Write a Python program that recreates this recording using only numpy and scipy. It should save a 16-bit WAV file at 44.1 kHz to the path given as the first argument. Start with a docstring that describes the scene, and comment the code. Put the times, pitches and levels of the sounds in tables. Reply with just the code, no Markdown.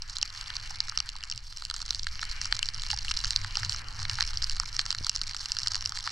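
"""Skiing in falling snow

A small camera rides with a skier down a slope. Ice grains tick against its plastic housing, which rings
for a millisecond or two; the skis hiss through the same housing; wind rumbles on the microphones and
shakes the mount. The camera thins out everything between the rumble and about 800 Hz."""
import sys
import numpy as np
from scipy import signal
from scipy.fft import rfft, irfft, next_fast_len
from scipy.io import wavfile
from scipy.ndimage import uniform_filter1d

SR = 44100
rng = np.random.default_rng(int(sys.argv[2]) if len(sys.argv) > 2 else 0)


def master_out(mix):
    """Clip the mix to full scale and print it as 16-bit PCM to the path in sys.argv[1]."""
    frames = np.transpose(np.atleast_2d(mix))
    ceiling = np.clip(frames, -1, 1)
    pcm = np.round(ceiling * 32767).astype(np.int16)
    wavfile.write(sys.argv[1], SR, pcm)


N = 269451
TIME_S = np.arange(N) / SR
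TAIL_S = np.arange(600) / SR

# Housing modes: pitch_hz, ring_ms, struck_db, hiss_db, left_over_right_db, left_lead_rad
HOUSING_MODES = [(818, 2.05, -19, -20, -12, 1.), (1006, 0.87, -4.5, -15, -3, 0.12),
                 (1330, 0.72, 8.5, -11.5, 2, 0.17), (1726, 0.42, 11.5, -9, 2.5, 0.35),
                 (2250, 0.54, -9, -12, 3, -0.99), (2881, 0.51, 0.5, -10.5, 4.5, -0.86),
                 (3366, 0.37, -2.5, -16.5, 1.5, -1.44), (4260, 0.33, 1, -9.5, -6.5, 0.06),
                 (4656, 0.27, 3, -11, -2, 0.24), (5405, 0.25, 5, -10.5, -2.5, 0.044),
                 (6170, 0.22, -1, -19, 0.5, 0.05), (7100, 0.16, -0.5, -21, 1, -0.093),
                 (8190, 0.15, -14, -24, 3, 0.31), (9430, 0.15, -13.5, -35.5, 1, 0.63),
                 (11600, 0.1, -26, -33, 2.5, 0.91), (13800, 0.19, -39, -58, -2, -1.4),
                 (15600, 0.25, -50, -61, -6, .8)]
KNOCK_MODES, RING_MODES, FIZZ_MODES = HOUSING_MODES[:6], HOUSING_MODES[6:11], HOUSING_MODES[11:]
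# Skis on snow: time_s, crackle_db, swish_db, bite_re_swish_db
GLIDE = [(0.0, -49, -51, -1), (0.53, -46.5, -48.5, 5.5), (0.95, -49, -49.5, 2.5), (1.3, -54.5, -55, 3.5),
         (1.48, -51, -58, -0.5), (1.8, -48, -52, -2), (2.04, -48, -54.5, 1.5), (2.28, -45.5, -49.5, 7.5),
         (2.48, -45.5, -50, 9.5), (2.7, -46, -52.5, 8.5), (3.44, -46, -47, 0.5), (3.6, -43.5, -47, 4.5),
         (3.95, -47, -43, -5.5), (4.27, -42.5, -47.5, 6.5), (4.47, -47.5, -50, 3), (5.25, -47, -49.5, -3),
         (5.73, -44, -48, -2), (6.11, -45, -47, -4)]
# Wind strength: time_s, buffet_db, rush_db
WIND_LEVELS = [(0.0, -40, -77), (0.12, -41, -72), (0.41, -47, -69), (0.66, -41, -68), (1.53, -43.5, -76),
               (1.94, -40, -66.5), (2.11, -31.5, -75), (2.21, -42.5, -66.5), (2.31, -34, -70),
               (2.45, -39, -65), (3.11, -34.5, -70), (3.84, -40.5, -61.5), (4.53, -31, -69.5),
               (4.83, -42, -66), (5.31, -38, -70), (5.34, -45, -71.5), (5.87, -40, -64.5),
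               (6.11, -46.5, -71.5)]
# Wind spectrum on the microphones: frequency_hz, density_db
WIND_SPECTRUM = [(3.5, -16), (6.0, 5.5), (21, 1), (64, -13.5), (101, -20), (114, -18.5), (162, -24),
                 (383, -35.5), (665, -33.5), (800, -34.5), (1040, -65), (1760, -120)]
# Stronger fits of mount shake: start_s, length_s, level_db
SHAKE_FITS = [(0.752, 0.17, -53.5), (1.329, 0.051, -46.5), (2.4, .06, -50), (2.54, 0.037, -47),
              (2.75, 0.054, -44), (3.055, .072, -54), (3.235, 0.07, -46), (3.37, .12, -41.5),
              (3.615, 0.093, -37), (3.962, 0.21, -40.5), (4.335, 0.1, -50), (4.974, 0.073, -44.5),
              (5.612, 0.056, -48.5), (5.717, 0.045, -45), (5.816, 0.057, -50)]
# Distinct ice grains: start_s, ring_peak_db, ring_hz, knock_re_ring_db, knock_hz, fizz_re_ring_db
ICE_TICKS = [(0.0206, -20.5, 4950, -20, 2910, -15), (0.1678, -16, 4730, -35, 1390, -27),
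             (0.1847, -24, 4510, -22, 3090, -2), (0.2143, -19, 4450, -27, 1730, -18),
             (0.2279, -8, 5470, -10.5, 3220, -12), (0.4112, -22, 4300, -17, 2870, -5),
             (0.5664, -16.5, 4800, -18, 1550, -19), (0.705, -34, 5150, -0.5, 840, -22),
             (0.8039, -7.5, 4760, -22.5, 1570, -20), (0.8832, -25.5, 4660, -4.5, 1220, -14),
             (0.8961, -16, 4750, -21, 1650, -13), (0.9219, -35.5, 4890, 5, 1270, -21),
             (0.9748, -9, 5280, -13.5, 3200, -17), (0.9873, -22, 4560, -29, 1480, -16),
             (1.0024, -10.5, 5200, -12.5, 3260, -16), (1.0906, -18.5, 4330, -14, 2980, -10),
             (1.154, -30.5, 4330, -5, 977, -28), (1.228, -40.5, 5150, 9.5, 2860, -1),
             (1.237, -20.5, 4840, -7, 2800, -14), (1.2996, -20, 4630, -17, 3010, -5),
             (1.3138, -18, 4670, -18, 2970, -13), (1.3231, -21.5, 5120, -6, 2800, -27),
             (1.377, -20.5, 4900, -15, 3000, -9), (1.572, -24, 5470, -17, 1610, -5.5),
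             (1.6218, -24, 4060, -8, 1330, -9), (1.6512, -18.5, 4500, -15, 3040, -6),
             (1.6997, -19, 4270, -10, 2960, -10), (1.7111, -20, 4230, -7.5, 1310, -8),
             (1.7413, -20.5, 4720, -9, 2860, -7), (1.764, -26, 4570, -8.5, 1610, 0.5),
             (1.8175, -21, 4300, -20, 2800, -8), (1.9068, -10, 4640, -24.5, 1430, -20),
             (1.9473, -15, 4600, -22, 2960, -12), (1.9945, -19, 4670, -23, 1530, -28),
             (2.032, -21, 4700, -32, 2940, -16), (2.0686, -19, 3900, -0.5, 1900, -8),
             (2.1931, -28, 5100, 3.5, 3140, -19), (2.2293, -23.5, 4000, 2, 1220, -5),
             (2.3138, -20, 5150, -23, 2970, -16), (2.4149, -14.5, 5300, -10, 2950, -12),
             (2.4454, -22.5, 5200, -13, 2890, -11), (2.5249, -10, 3680, -4.5, 1480, -16.5),
             (2.552, -22, 4230, -25, 2980, -6), (2.5916, -15, 4280, -15, 1710, -7),
             (2.6285, -17.5, 4670, 1.5, 3140, -2.5), (2.6877, -13.5, 4600, -16.5, 1480, -15),
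             (2.745, -21, 5150, -28, 2900, -20), (2.8199, -24, 4170, -10, 2990, -2),
             (2.835, -23.5, 4110, -6, 1600, -6), (2.9026, -15, 4200, -6.5, 2900, -11),
             (2.914, -12, 5070, -22, 1510, -17), (2.9307, -18.5, 4200, -5.5, 857, -18),
             (2.9349, -30.5, 5150, -4, 810, -11), (2.9876, -18, 4700, -24, 1910, -21),
             (3.0822, -25.5, 4020, 2, 2850, -8), (3.111, -20, 4980, 0, 2580, -3),
             (3.1144, -15, 4360, -7.5, 2800, -17), (3.1679, -22, 4650, -29, 1400, -17),
             (3.172, -12, 4830, -28, 1540, -20), (3.19, -22, 5240, -19, 2420, -9),
             (3.203, -22.5, 4260, -24, 1650, -19), (3.2396, -22, 4190, -6, 1740, -19),
             (3.2453, -11.5, 4740, -14, 2050, -15), (3.2549, -18, 5860, -10, 2860, -23),
             (3.3066, -11, 4650, -16, 3100, -6.5), (3.3613, -5.5, 4430, -24.5, 2920, -17),
             (3.446, -21.5, 4150, -2, 1270, -10), (3.5545, -18, 4910, -2.5, 2800, -9),
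             (3.5706, -9.5, 5190, -17, 1740, -19), (3.6321, -19.5, 4300, -0.5, 1760, -34),
             (3.6481, -17, 5200, -14.5, 2910, -11), (3.695, -13, 5330, -18, 1630, -9),
             (3.7222, -18.5, 4200, -10.5, 3000, -7), (3.746, -21, 5400, -6, 2800, -27),
             (4.0186, -31, 4070, 1.5, 1400, -20), (4.0521, -20, 4120, -4, 1840, -27),
             (4.0963, -13, 4630, -11.5, 3000, -15), (4.1547, -21, 5200, -24, 3010, -17),
             (4.1864, -25, 4230, 4, 873, -25), (4.2005, -29, 4160, -1, 1370, -6),
             (4.2069, -10.5, 4300, -8.5, 1710, -17), (4.2198, -18, 4800, -3, 1740, -15),
             (4.2251, -10, 4670, -17, 2780, -19), (4.332, -38, 3960, 2, 975, -19),
             (4.3727, -13.5, 4730, -26, 2910, -21), (4.4242, -15, 4700, -20, 3090, -14),
             (4.4421, -11, 4650, -25.5, 1600, -21), (4.4966, -14.5, 4800, -13, 2930, -9.5),
             (4.5688, -26, 4740, -4.5, 1680, -13), (4.599, -9.5, 5170, -12, 1280, -7),
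             (4.6337, -28.5, 5740, 0, 940, -21), (4.7656, -15, 5300, -17, 1640, -13),
             (4.7923, -7.5, 4130, -10, 1410, -12.5), (4.8, -18, 4570, -21, 1580, -17),
             (4.805, -21, 4750, -21, 1940, -24), (4.8626, -18.5, 4640, -10, 1520, -10.5),
             (4.9051, -11.5, 4650, -18, 1550, -16), (4.914, -21.5, 4170, -9, 1500, -6),
             (4.9268, -19, 4270, -13.5, 1270, -7), (4.9482, -21.5, 4290, -4, 1360, -8),
             (4.985, -20, 4760, -17, 2970, -19), (5.0458, -18, 4620, -30, 3060, -10),
             (5.0669, -13, 4800, -13.5, 1350, -8), (5.095, -6.5, 5230, -18, 3020, -10.5),
             (5.1536, -17, 5130, -20, 1510, -12.5), (5.1612, -13.5, 5100, -20, 1710, -14),
             (5.2151, -13.5, 4470, -15, 3070, -15), (5.3463, -22.5, 4160, -3, 1360, -7),
             (5.3655, -20, 5530, -14, 2970, -11), (5.4575, -17.5, 4800, -13, 2860, -12),
             (5.519, -10, 5400, -18.5, 3040, -10), (5.568, -17, 4040, -9.5, 1730, -15),
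             (5.5868, -14.5, 5170, -17.5, 1830, -13), (5.6327, -15.5, 4540, -27, 1820, -19),
             (5.6619, -28.5, 4750, -0.5, 1720, -15), (5.6724, -9, 4350, -19.5, 1380, -16),
             (5.6818, -16, 4600, -22, 3040, -6), (5.7184, -16, 5140, -15, 1570, -14),
             (5.7453, -15, 4600, -9.5, 2860, -21), (5.755, -13, 4400, -13.5, 1510, -9),
             (5.824, -24, 5170, -8.5, 1660, -11), (5.8587, -12, 5300, -15, 3120, -18),
             (5.894, -19.5, 5400, -20, 1670, -6), (5.9214, -20.5, 4400, -7, 1730, -16),
             (5.973, -23, 4570, -4.5, 1670, -6), (6.0668, -21.5, 4340, -9, 1300, -15),
             (6.0749, -20, 4300, 2, 1560, -13)]
# Blunt thumps on the microphones: start_s, peak_db
THUMPS = [(4.788, -46), (5.01, -32), (5.221, -42)]


def undb(db):
    """Decibels to gain."""
    return 10 ** (np.asarray(db) / 20)


def unit(x):
    """Scale to rms 1."""
    return x / np.sqrt(np.mean(x ** 2))


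def curves(table):
    """Columns after time_s, interpolated per sample."""
    time_s, *columns = np.transpose(table)
    return [np.interp(TIME_S, time_s, column) for column in columns]


def wander(rate_hz):
    """Ramps between random levels, rms 1."""
    step = int(SR / rate_hz)
    held = np.repeat(rng.standard_normal(N // step + 1), step)
    return unit(uniform_filter1d(held, step)[:N])


def steady(noise, span_s):
    """Noise with its slow swells evened out, rms 1."""
    local_power = uniform_filter1d(noise ** 2, int(span_s * SR))
    return unit(noise / np.sqrt(local_power + 0.056 * np.mean(noise ** 2)))


def housing_rings(modes):
    """Modes swell and die in a few ring times, high ones starting softer. Complex (port, mode, sample)."""
    hz, ring_ms, _, _, pan_db, lead_rad = np.transpose(modes)[:, :, None]
    age = TAIL_S / (ring_ms / 1000)
    ring = np.where(hz < 2000, age, age ** 2) * np.exp(-age + 2j * np.pi * hz * TAIL_S)
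    pan = undb(pan_db / 2) * np.exp(.5j * lead_rad)
    return np.array([ring * pan, ring / pan])


def ski_hiss(crackle_db, swish_db, bite_db, bite_hz=2230, bite_width_oct=0.53):
    """Snow under the skis drives the housing with noise: smooth swish below, fluttering crackle on top."""
    flutter_db = 0.61 * wander(5.3) + 3.4 * wander(90)
    layers = ((KNOCK_MODES, swish_db + .4 * flutter_db, bite_db, .5),
              (RING_MODES, crackle_db + flutter_db, 0, .15),
              (FIZZ_MODES, crackle_db + 1.2 * flutter_db, 0, .6))
    out = 0
    for modes, level_db, boost_db, width in layers:
        responses = np.swapaxes(housing_rings(modes).imag, 0, 1)
        for (hz, _, _, hiss_db, *_), response in zip(modes, responses):
            mid, side = rng.standard_normal((2, N))
            near_bite = np.exp(-(np.log2(hz / bite_hz) / bite_width_oct) ** 2)
            mode_db = hiss_db + level_db + boost_db * near_bite + 2.12 * wander(25)
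            gain = undb(mode_db) / np.sqrt(np.sum(response ** 2) / 2)
            drive = np.array([mid + width * side, mid - width * side]) * gain
            out = out + signal.oaconvolve(drive, response, axes=1)[:, :N]
    return out


def wind_rumble(buffet_db, rush_db, split_hz=130):
    """Turbulence on the microphones: deep buffeting, a rush above; alike at both ports only in the bass."""
    size = next_fast_len(N)
    hz = np.arange(size // 2 + 1) * SR / size + 1e-3
    spectrum_hz, density_db = np.transpose(WIND_SPECTRUM)
    colour = undb(np.interp(np.log(hz), np.log(spectrum_hz), density_db))
    mid, side = rfft(rng.standard_normal((2, size)))
    side *= np.clip(0.027 + (hz / 320) ** 2, 0, .6)
    gust = np.array([mid + side, mid - side]) * colour
    lowpass = 1 / (1 + (hz / split_hz) ** 4)
    buffet = steady(irfft(gust * lowpass, size)[:, :N], span_s=0.183)
    rush = unit(irfft(gust * (1 - lowpass), size)[:, :N])
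    return buffet * undb(buffet_db) + rush * undb(rush_db + np.array([[-.8], [.8]]))


def mount_shake(level_db, pitch_hz=99, width_hz=25.8, fade_s=0.042):
    """Wind shakes the mount near one pitch, flaring up in short fits."""
    size = next_fast_len(N)
    hz = np.arange(size // 2 + 1) * SR / size
    push = rfft(rng.standard_normal(size))
    shake = irfft(push / (1 + ((hz - pitch_hz) / (width_hz / 2)) ** 2), size)[:N]
    power = undb(level_db) ** 2
    for start_s, length_s, fit_db in SHAKE_FITS:
        inside_s = np.minimum(TIME_S - start_s, start_s + length_s - TIME_S)
        power += (undb(fit_db) * np.clip(inside_s / fade_s + .5, 0, 1)) ** 2
    return steady(shake, span_s=0.065) * np.sqrt(power)


def strike(modes, peak_db, favour_db, spot_db, port_spread):
    """Each grain hits its own spot: new mode strengths and phases, slightly unlike at the two ports."""
    chance = rng.standard_normal((len(peak_db), 4, len(modes)))
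    strength, phase, skew_real, skew_imag = np.swapaxes(chance, 0, 1)
    struck_db = np.transpose(modes)[2]
    share = undb(struck_db + favour_db + spot_db * strength) * np.exp(2j * phase)
    skew = port_spread * (skew_real + 1j * skew_imag)
    left, right = housing_rings(modes)
    hit = np.array([(share * (1 + skew)) @ left, (share * (1 - skew)) @ right]).imag
    mid_peak = np.abs(hit.mean(axis=0)).max(axis=1)
    return hit * (undb(peak_db) / mid_peak)[:, None]


def ice_ticks(start_s, peak_db, ring_hz, knock_db, knock_hz, fizz_db):
    """Grains hit the housing with a ring, a dull knock and a fizz, then rebound more weakly."""
    ring_favour_db = -6.5 * ((np.transpose(RING_MODES)[0] - ring_hz[:, None]) / 1000) ** 2
    # A mode at the knock's pitch leads, however weak otherwise; lower ones are hardly stirred.
    mode_hz, _, struck_db, *_ = np.transpose(KNOCK_MODES)
    off_oct = np.abs(np.log2(mode_hz / knock_hz[:, None]))
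    slope_db_per_oct = np.where(mode_hz < knock_hz[:, None], 10, 5)
    knock_favour_db = (13 - struck_db) * np.exp(-(off_oct / 0.1) ** 2) - slope_db_per_oct * off_oct
    # Bigger grains touch longer and stir the highest modes less.
    fizz_oct = np.log2(np.transpose(FIZZ_MODES)[0] / FIZZ_MODES[0][0])
    fizz_favour_db = -.4 * (peak_db + fizz_db + 33.5)[:, None] * fizz_oct
    out = np.zeros((2, N + SR))
    flight, loss = rng.random((len(start_s), 2)).T
    for delay_s, drop_db in ((0, 0), (0.00079 + 0.0015 * flight, -12 - 11 * loss)):
        hit_db = peak_db + drop_db
        hit = strike(RING_MODES, hit_db, ring_favour_db, spot_db=3.0, port_spread=0.073)
        hit += strike(KNOCK_MODES, hit_db + knock_db, knock_favour_db, spot_db=7.0, port_spread=0.2)
        hit += strike(FIZZ_MODES, hit_db + fizz_db, fizz_favour_db, spot_db=3.5, port_spread=0.13)
        onsets = ((start_s + delay_s) * SR).astype(int)
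        samples = (onsets[:, None] + np.arange(len(TAIL_S))).ravel()
        out += [np.bincount(samples, port.ravel(), N + SR) for port in hit]
    return out[:, :N]


def sleet(floor_db, count=750, flurry_s=.018):
    """Small grains in loose flurries: mostly faint, a few larger."""
    flurry, lag, size, pitch, knock, knock_pitch, fizz = rng.random((count, 7)).T
    flurry_starts_s = rng.random(count) * N / SR
    lag_s = -flurry_s * np.log(1 - lag)
    start_s = (flurry_starts_s[(flurry * count).astype(int)] + lag_s) % (N / SR)
    peak_db = floor_db[(start_s * SR).astype(int)] + np.minimum(-4.5 * np.log(1 - size), 12)
    return ice_ticks(start_s, peak_db, ring_hz=3900 + 1800 * pitch, knock_db=-21 + 14 * knock,
                     knock_hz=1000 * 3. ** knock_pitch, fizz_db=-19 + 14 * fizz)


def wind_thumps(rise_s=0.0011):
    """Blunt one-sided pulses on the microphones."""
    out = np.zeros(N)
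    for start_s, peak_db in THUMPS:
        age = np.maximum(TIME_S - start_s, 0) / rise_s
        out += undb(peak_db) * age * np.exp(1 - age)
    return out


def scene(low_cut_hz=761):
    """Housing sounds lose their lows in the camera's wind filter; the rumble stays."""
    crackle_db, swish_db, bite_db = curves(GLIDE)
    buffet_db, rush_db = curves(WIND_LEVELS)
    housing = ice_ticks(*np.transpose(ICE_TICKS))
    housing += sleet(floor_db=crackle_db + 11)  # both grow as more snow flies
    housing += ski_hiss(crackle_db, swish_db, bite_db)
    wind = wind_rumble(buffet_db, rush_db) + mount_shake(level_db=rush_db + 12) + wind_thumps()
    wind_filter = signal.butter(8, low_cut_hz, "high", fs=SR, output="sos")
    return signal.sosfilt(wind_filter, housing) + wind * undb([[-.25], [.25]])


def record(dry, top_hz=16300):
    """The camera cuts the top."""
    return signal.sosfilt(signal.ellip(10, .2, 70, top_hz, fs=SR, output="sos"), dry)


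dry = scene()
out = record(dry)
master_out(out)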